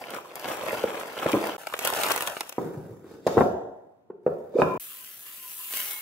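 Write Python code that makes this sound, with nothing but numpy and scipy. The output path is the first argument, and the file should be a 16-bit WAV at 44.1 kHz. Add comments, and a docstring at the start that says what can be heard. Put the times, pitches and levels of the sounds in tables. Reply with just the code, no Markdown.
"""Breakfast sounds in an echoing kitchen

Four parts with hard cuts: a hand rummages in a cardboard cereal box; a paper wrapper crinkles;
a glass jar is slid and knocked on the worktop and its wooden lid pops off; dry flakes slide into a ceramic bowl.
Paper and flakes are clouds of random clicks through filters, knocks are short tone swells with noise slaps,
glass and bowl are struck resonators."""
import sys
import numpy as np
from scipy import signal
from scipy.fft import rfft, irfft, next_fast_len
from scipy.io import wavfile
from scipy.ndimage import uniform_filter1d

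SR = 44100
rng = np.random.default_rng(int(sys.argv[2]) if len(sys.argv) > 2 else 0)


def transcribe(signal):
    """Save signal, clipped to [-1, 1], as a 16-bit WAV file at the path in sys.argv[1]."""
    frames = np.atleast_2d(signal).T
    limited = np.clip(frames, -1, 1)
    pcm = np.round(limited * 32767).astype(np.int16)
    wavfile.write(sys.argv[1], SR, pcm)


N = 265041

# the four parts: start_s, end_s
PARTS = [(0, 1.567), (1.58, 2.581), (2.581, 4.777), (4.797, 6.02)]
# single creases that crack: start_s, level_db
SNAPS = [(0.1045, -21), (0.1453, -23), (0.3548, -19), (0.395, -23.5), (1.3174, -17), (1.4697, -20.5),
         (1.669, -23), (1.7373, -19.5), (1.7907, -12), (1.8488, -10), (1.8733, -8.5), (1.901, -11),
         (1.9355, -18), (1.947, -18), (1.97, -19.5), (1.992, -18.5), (2.0339, -9.5), (2.064, -19.5),
         (2.0847, -13.5), (2.103, -14), (2.1176, -7.5), (2.1605, -10), (2.177, -16), (2.2064, -9),
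         (2.222, -7.5), (2.2729, -13), (2.407, -8.5), (2.493, -20.5), (2.524, -24)]
# whole panels that buckle with a dull pop: start_s, level_db
POPS = [(0.4552, -21), (0.943, -25.5), (1.67, -20.5), (1.7384, -17), (2.289, -26.5), (2.367, -22)]
# dull blows on cardboard, worktop and lid: start_s, level_db, pitch_hz, contact_ms
KNOCKS = [(0.729, -21, 504, 2.5), (0.839, -9.5, 499, 1.53), (1.26, -9.5, 492, 1.18),
          (1.333, -11.5, 299, 3.1), (1.341, -10.5, 480, 1.2), (1.35, -11.5, 400, 1.25),
          (1.367, -18.5, 311, 3.2), (2.582, -13, 405, 0.9), (2.658, -25.5, 432, 3.5),
          (2.769, -27.5, 132, 5.6), (2.901, -35.5, 119, 7.8), (3.266, -6.5, 482, 1.4),
          (3.277, -12, 560, 0.76), (3.37, -3.5, 422, 1.96), (3.379, -2.5, 452, 0.85),
          (3.408, -1, 505, 0.98), (4.1, -26, 410, 2.9), (4.264, -7, 463, 1.46), (4.2759, -14.5, 457, 2.2),
          (4.539, -26, 500, 3.7), (4.585, -9.5, 473, 2.9), (4.598, -7, 500, 1.3), (4.6188, -6, 700, 0.46)]
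# hard edge meeting the worktop: start_s, level_db
TICKS = [(3.266, -22)]
# rumble of the dragged jar and the lid worked loose: time_s, level_db
DRAG = [(2.58, -32), (2.75, -40), (3.02, -49.5), (3.12, -41.5), (3.22, -55), (3.28, -41), (3.42, -30.5),
        (3.55, -57.5), (4.2, -74), (4.28, -45), (4.52, -55), (4.62, -37.5), (4.78, -37.5)]
# brighter slips of the jar: start_s, hold_s, level_db
SCRAPES = [(3.09, 0.052, -67.5), (3.288, 0.04, -50.5), (3.37, .05, -55.5), (4.595, 0.014, -49)]
# air popping as the seal lets go: start_s, length_s, level_db, from_hz, to_hz
LID_POP = (4.551, .024, -13, 270, 640)
# hand in the box, as cardboard rustle: time_s, level_db
RUMMAGE = [(0, -43.5), (.08, -43.5), (.17, -38.5), (.22, -54), (.33, -49.5), (.37, -45.5), (.52, -30.5),
           (.57, -41.5), (.68, -33.5), (.82, -36.5), (.93, -42), (1.0, -37), (1.1, -43.5), (1.2, -36),
           (1.33, -33), (1.42, -34), (1.47, -33.5), (1.57, -46)]
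# hands on the wrapper, as rustle: time_s, level_db
CRINKLE = [(1.58, -49), (1.77, -46.5), (1.86, -30.5), (1.92, -36), (2.0, -29.5), (2.12, -32.5), (2.22, -38),
           (2.3, -39.5), (2.45, -50), (2.58, -58)]
# crackle under a -40 dB rustle, and how far it follows the rustle: level_db, swing_share
BOX_CRACKLE = (-56, 0.83)
WRAPPER_CRACKLE = (-49, 0.94)
# flakes sliding along the glass: time_s, level_db
POUR = [(4.82, -40), (4.98, -46.5), (5.13, -49.5), (5.38, -45), (5.47, -41.5), (5.66, -37), (6.01, -41)]
# jar wall singing under the flakes: time_s, level_db
GLASS_HUM = [(4.8, -68), (5.39, -71), (5.47, -59), (6.0, -62)]
# flakes landing in the bowl: time_s, level_db
FALL = [(5.69, -51), (5.712, -39.5), (5.77, -35.5), (5.92, -39.5), (6.01, -50)]
# flakes striking bare ceramic: start_s, strike_db
CLINKS = [(5.70, -47), (5.768, -38), (5.872, -42), (5.915, -38.5), (5.962, -42)]

# spectrum shapes, only relative level counts: freq_hz, level_db_per_hz
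BOX_SPECTRUM = [(50, -34.5), (130, -16.5), (280, -7), (523, -1.5), (900, -8), (2900, -17.5), (4200, -28),
                (8000, -31.5)]
WRAPPER_SPECTRUM = [(50, -29), (140, -15), (583, 0.5), (1000, -2.5), (2820, -9), (4000, -20), (8000, -59)]
CRACKLE_SPECTRUM = [(1470, -38), (2500, -6.5), (2920, -8), (4820, -10), (12000, -10), (15800, -13.5)]
WORKTOP_SPECTRUM = [(50, -27.5), (118, -12), (187, -10), (456, -4), (688, -23), (1600, -32.5), (3000, -47)]
SCRAPE_SPECTRUM = [(880, -42.5), (1500, -5.5), (2740, -9), (3710, -4.5), (4180, -5.5), (15800, -22.5)]
FLAKE_SPECTRUM = [(800, -53), (1700, -24.5), (2750, -7), (3300, -12.5), (5900, -14.5), (12100, -2),
                  (15800, -5.5)]
LANDING_SPECTRUM = [(150, -22), (350, -11.5), (700, -14), (1500, -7.5), (3000, -4.5), (5000, -12)]
AIR_SPECTRUM = [(50, -27.5), (100, 2.5), (190, 0.5), (450, -3), (700, -22), (1000, -14), (16000, -56.5)]
# push of wood on glass: freq_hz, level_db_per_hz
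RIM_SPECTRUM = [(20, -7.5), (1500, -10), (3200, -9.5), (6000, -55)]
# noisy slap of a hard contact: freq_hz, level_db_per_hz
SLAP_SPECTRUM = [(100, -7), (300, 5), (1000, -6.5), (2200, -29.5), (4500, -56)]

# ringing modes: freq_hz, level_db, t60_s
JAR_MODES = [(1013, -18, 0.1), (2417, -29, 0.045), (3750, -37, .05), (6200, -43.5, 0.03),
             (7480, -42.5, 0.046), (9900, -39, 0.048)]
BOWL_MODES = [(850, -11, .15), (2176, 0, .4), (3940, -12, .4)]
# reverberation of the room: freq_hz, t60_s
KITCHEN_T60 = [(250, 0.67), (700, 0.85), (2000, 0.66), (5000, 0.62), (12000, 0.43)]
# microphone pair: freq_hz, colour_db, extra_width_db
MIC = [(280, -0.48, -1.5), (1190, 1.84, 0.5), (4300, -2, 5.5), (8400, -2, 3.5), (12500, 0.7, -0.5)]

AIR_DB = -67
SNAP_BODY_DB = -9.5   # the body's answer, relative to the crack
SLAP_DB = -8.5   # relative to the knock, at 1 ms contact
LID_LOOSE_S = 4.555
RING_SHUT_DB, RING_OPEN_DB = -24, -4.5   # glass relative to a 1 ms blow, lid seated and loose
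DRAG_HISS_DB = -33.5   # faint scrape relative to the rumble
SCRAPE_RISE_DB_PER_S, SCRAPE_FALL_DB_PER_S = 406, 177.5
SING_DB, SING_FADE_DB_PER_S = -69, 22   # high glass modes from the first slide, fading
NEAR_DB, NEAR_DECAY_S, NEAR_SHIFT_S = -7, 0.0033, 0.06   # close bounces; time between patterns
CUTOFF_HZ = 16984


def amp(db):
    """dB to gain."""
    return 10 ** (np.asarray(db) / 20)


def rms_one(x):
    """Scales to rms 1."""
    return x / np.sqrt(np.mean(x ** 2) + 1e-20)


def levels(rows):
    """Gain curve over time from a time_s, level_db table."""
    time_s, level_db = np.transpose(rows)
    return amp(np.interp(np.arange(N) / SR, time_s, level_db))


def rows_between(table, start_s, end_s):
    """Table rows whose first column lies in the span."""
    return [row for row in table if start_s <= row[0] < end_s]


def at_hz(points, hz):
    """Reads a table on a log-frequency axis."""
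    points = np.array(points)
    return np.interp(np.log(hz + 1), np.log(points[:, 0]), points[:, 1])


def fold(x, response):
    """Convolution, cut to length."""
    return signal.oaconvolve(np.atleast_2d(x), np.atleast_2d(response), axes=1)[:, :N]


def pulse(spectrum):
    """Minimum-phase impulse response of a spectrum, energy 1, by folding its cepstrum."""
    log_gain = at_hz(spectrum, np.fft.rfftfreq(4096, 1 / SR)) * np.log(10) / 20
    cepstrum = irfft(log_gain)
    cepstrum[1:2048] *= 2
    response = irfft(np.exp(rfft(cepstrum[:2049], 4096)))[:2048]
    return response / np.sqrt(np.sum(response ** 2))


def ring(clicks, modes):
    """Clicks excite two-pole resonators, one per mode, each dying by its t60."""
    out = 0
    for hz, db, t60_s in modes:
        r = amp(-60 / (t60_s * SR))
        w = 2 * np.pi * hz / SR
        gain = amp(db) * np.sin(w)
        out = out + signal.lfilter([0, gain], [1, -2 * r * np.cos(w), r * r], clicks + 1e-18)
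    return out


def clicks_at(times_s, db):
    """Single clicks at given times."""
    out = np.zeros(N)
    out[np.round(np.asarray(times_s) * SR).astype(int)] = amp(db)
    return out


def grains(per_s, spread_db, clump_db, width):
    """Stereo random clicks, uneven in size and clumped, each with its own left-right balance; rms 1."""
    drift = rms_one(uniform_filter1d(rng.standard_normal(N), size=400))
    clumps = amp(clump_db * 2 * np.tanh(0.5 * drift))
    sizes = amp(spread_db * np.minimum(rng.exponential(1, N), 4)) * rng.choice([-1, 1], N)
    clicks = sizes * clumps * (rng.random(N) < per_s / SR)
    return rms_one(clicks * (1 + width * rng.uniform(-0.82, 1, (2, N))))


def blows(times_s, peak_db, spectrum, rough_s):
    """Noise bursts of random brightness and balance through a body, scaled to peak before panning."""
    out = np.zeros((2, N + 4000))
    t = np.arange(900) / SR
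    body = pulse(spectrum)
    envelope = np.sqrt(t) * np.exp(-t / rough_s)
    for s, db, noise in zip(times_s, peak_db, rng.standard_normal((len(times_s), 901))):
        pole = 0.56 * np.tanh(noise[-1])
        burst = signal.lfilter([1], [1, pole], noise[:-1] ** 3) * envelope
        hit = signal.fftconvolve(burst, body)
        pan_db = 2.5 * noise[0] * np.array([[1], [-1]])
        out[:, round(s * SR):][:, :len(hit)] += amp(db + pan_db) * hit / np.abs(hit).max()
    return out[:, :N]


def room_air():
    """Steady stereo noise shaped as the room's air."""
    return amp(AIR_DB) * fold(rng.standard_normal((2, N)), pulse(AIR_SPECTRUM))


def bounces(mono):
    """Close echoes off worktop, bowl and hands; six patterns a side crossfade in turn as things move."""
    near = rng.standard_normal((6, 2, 900)) * np.exp(-np.arange(900) / SR / NEAR_DECAY_S)
    near = signal.sosfilt(signal.butter(2, [700., 8000.], "band", fs=SR, output="sos"), near)
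    turn = np.arange(N) / SR / NEAR_SHIFT_S
    out = 0
    for k, pattern in enumerate(near):
        weight = np.sqrt(np.clip(1 - np.abs((turn - k + 3) % 6 - 3), 0, 1))
        out = out + fold(weight * mono, pattern / np.sqrt(np.sum(pattern ** 2) / 2))
    return amp(NEAR_DB) * out


def kitchen(x, wet_db):
    """Adds close bounces and a room tail: octave noise with its own t60s, alike left and right in the bass."""
    t = np.arange(SR) / SR
    tail = 0
    white = rng.standard_normal((3, SR))
    for hz in 45 * 2. ** np.arange(9):
        octave = signal.butter(2, [hz / np.sqrt(2), hz * np.sqrt(2)], "band", fs=SR, output="sos")
        bands = signal.sosfilt(octave, white)
        apart = np.clip(hz / 820.0, 0, 1)
        stereo = np.sqrt(1 - apart) * bands[2] + np.sqrt(apart) * bands[:2]
        tail = tail + stereo * amp(-60 * t / at_hz(KITCHEN_T60, hz))
    tail *= np.clip(t / 0.00703 - 0.3, 0, 1)   # the first echoes take a few ms
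    mono = x.mean(axis=0)
    return x + bounces(mono) + amp(wet_db) * fold(mono, tail / np.sqrt(np.sum(tail ** 2) / 2))


def thuds(start_s, end_s):
    """A soft contact swells and fades a few cycles of the body's pitch; harder ones slap louder."""
    out = np.zeros(N + 4000)
    t = np.arange(4000) / SR
    rows = np.reshape(rows_between(KNOCKS, start_s, end_s), (-1, 4))
    for s, db, hz, ms in rows:
        age = t / (ms / 1000)
        turn = 2 * np.pi * hz * t
        swell = np.tanh(2 * age) * age * np.exp(1 - age)
        overtone = 0.29 / ms * np.exp(-0.6 * age) * np.sin(1.6 * turn)
        boom = 0.21 * np.sin(0.5 * turn)   # the slab or panel underneath
        out[round(s * SR):][:4000] += amp(db) * swell * (np.sin(turn) + overtone + boom)
    slap_db = rows[:, 1] + SLAP_DB - 14 * np.log10(rows[:, 3])
    slaps = blows(rows[:, 0], slap_db, SLAP_SPECTRUM, 0.006)
    return signal.sosfilt(signal.butter(2, 70., "high", fs=SR, output="sos"), out[:N] + slaps)


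def flakes():
    """Many tiny flake contacts hiss and stir the glass; those that land crunch and ring the bowl."""
    slip = grains(14000., 2.2, 0.7, 0.7)
    fall = levels(FALL) * grains(2200., 2.8, 1.6, 0.6)
    hiss = levels(POUR) * fold(slip, pulse(FLAKE_SPECTRUM)) * amp([[1.5], [-1.5]])
    hum = levels(GLASS_HUM) * rms_one(ring(slip, JAR_MODES))
    crunch = fold(fall, pulse(LANDING_SPECTRUM))
    crunch = crunch + amp(2.0) * fold(fall, pulse(FLAKE_SPECTRUM)) * amp([[2.5], [-2.5]])
    big_flake = blows([5.737], [-21], LANDING_SPECTRUM, 0.001)
    strikes = amp(-60) * fall + clicks_at(*np.transpose(CLINKS))
    return kitchen(hiss + hum + crunch + big_flake, wet_db=-8.0) + ring(strikes, BOWL_MODES)


def lid_pop():
    """One short swell whose pitch climbs as the gap opens."""
    start_s, length_s, db, from_hz, to_hz = LID_POP
    part = np.clip((np.arange(N) / SR - start_s) / length_s, 0, 1)
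    phase = 2 * np.pi * np.cumsum(from_hz + (to_hz - from_hz) * part) / SR
    return amp(db) * np.sin(np.pi * part) * np.sin(phase)


def glass_ring():
    """Knocks ring the jar's modes: more for short contacts and once the lid is loose."""
    s, db, _, ms = np.transpose([row for row in KNOCKS if row[0] > PARTS[2][0]])
    glass_db = db + np.where(s < LID_LOOSE_S, RING_SHUT_DB, RING_OPEN_DB) - 18 * np.log10(ms)
    return ring(fold(clicks_at(s, glass_db), pulse(RIM_SPECTRUM)), JAR_MODES)


def jar_drag():
    """Friction clicks rumble the worktop, scrape brightly and make the glass sing."""
    t = np.arange(N) / SR
    rumble = levels(DRAG)
    scrape = amp(DRAG_HISS_DB) * rumble
    for at_s, hold_s, db in SCRAPES:
        rise_db = SCRAPE_RISE_DB_PER_S * np.maximum(at_s - t, 0)
        fall_db = SCRAPE_FALL_DB_PER_S * np.maximum(t - at_s - hold_s, 0)
        scrape = scrape + amp(db - rise_db - fall_db)
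    rub = grains(8200.0, 1.3, 0.83, 0.526)
    drag = rumble * fold(grains(1500., 2.5, 2.0, 0.3), pulse(WORKTOP_SPECTRUM))
    drag += scrape * (fold(rub, pulse(SCRAPE_SPECTRUM)) + amp(-9.5) * rms_one(ring(rub, JAR_MODES[2:5])))
    # the loose lid rubs the rim
    drag += amp(1.0) * rumble * (t > LID_LOOSE_S) * rms_one(ring(rub, JAR_MODES[:2]))
    sing = amp(SING_DB - SING_FADE_DB_PER_S * np.abs(t - PARTS[2][0]))
    return drag + sing * rms_one(ring(rub, JAR_MODES[3:]))


def jar():
    """Dull knocks with a hard tick, glass ring, dragging and the lid's pop, all in the room."""
    ticks = blows(*np.transpose(TICKS), SCRAPE_SPECTRUM, 0.0046)
    return kitchen(thuds(*PARTS[2]) + lid_pop() + ticks + glass_ring() + jar_drag(), wet_db=-4.5)


def paper(handling, crackle, body, start_s, end_s, wet_db):
    """Dense creases rustle the body and crackle, facets blip at set pitches, loud creases snap, panels pop."""
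    rustle = levels(handling)
    crackle_db, share = crackle
    creases = grains(1500., 3.6, 4.0, 0.8)
    low = rustle * fold(creases + 0.48 * grains(1500., 0.87, 2.5, 0.12), pulse(body))
    facets = 0
    for hz in np.geomspace(600., 3200., num=7):
        facets = facets + ring(grains(30., 4.9, 4.5, 0.8), [(hz, 0, 14. / hz)])
    low += amp(-6) * rustle * rms_one(facets)
    fine = 1.8 * grains(6500.0, 4.0, 3.4, 0.12) - creases
    high = amp(crackle_db) * (100 * rustle) ** share * fold(fine, pulse(CRACKLE_SPECTRUM))
    snap_s, snap_db = np.transpose(rows_between(SNAPS, start_s, end_s))
    snaps = blows(snap_s, snap_db + SNAP_BODY_DB, body, 0.002)
    snaps += blows(snap_s, snap_db, CRACKLE_SPECTRUM, 0.0013)
    pops = blows(*np.transpose(rows_between(POPS, start_s, end_s)), body, 0.002)
    return kitchen(low + high * amp([[1.5], [-1.5]]) + snaps + pops + thuds(start_s, end_s), wet_db)


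def scene():
    """Each part sounds only between its cuts, over the room's air."""
    air = room_air()
    box = paper(RUMMAGE, BOX_CRACKLE, BOX_SPECTRUM, *PARTS[0], wet_db=-8.5)
    wrapper = paper(CRINKLE, WRAPPER_CRACKLE, WRAPPER_SPECTRUM, *PARTS[1], wet_db=-16.5)
    t = np.arange(N) / SR
    out = 0
    for sound, (start_s, end_s) in zip([box, wrapper, jar(), flakes()], PARTS):
        gate = np.clip(np.minimum(t - start_s, end_s - t) / 0.0005 + 0.5, 0, 1)
        out = out + (sound + air) * gate
    return out


def record(dry):
    """The microphone pair colours and widens, loses deep bass, steps down at the top, then the band ends."""
    size = next_fast_len(N + 4096)
    table = np.array(MIC)
    hz = np.fft.rfftfreq(size, 1 / SR)
    mid, side = rfft([dry[0] + dry[1], dry[0] - dry[1]], size) / 2 * amp(at_hz(table, hz))
    side = side * amp(at_hz(table[:, ::2], hz))   # freq_hz, extra_width_db
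    dry = irfft([mid + side, mid - side], size)[:, :N]
    dry = signal.sosfilt(signal.butter(3, 55., "high", fs=SR, output="sos"), dry)
    shelf = signal.sosfilt(signal.ellip(8, 0.5, 36, 15700, fs=SR, output="sos"), dry)
    return signal.sosfilt(signal.ellip(10, 0.5, 70, CUTOFF_HZ, fs=SR, output="sos"), shelf)


dry = scene()
out = record(dry)
transcribe(out)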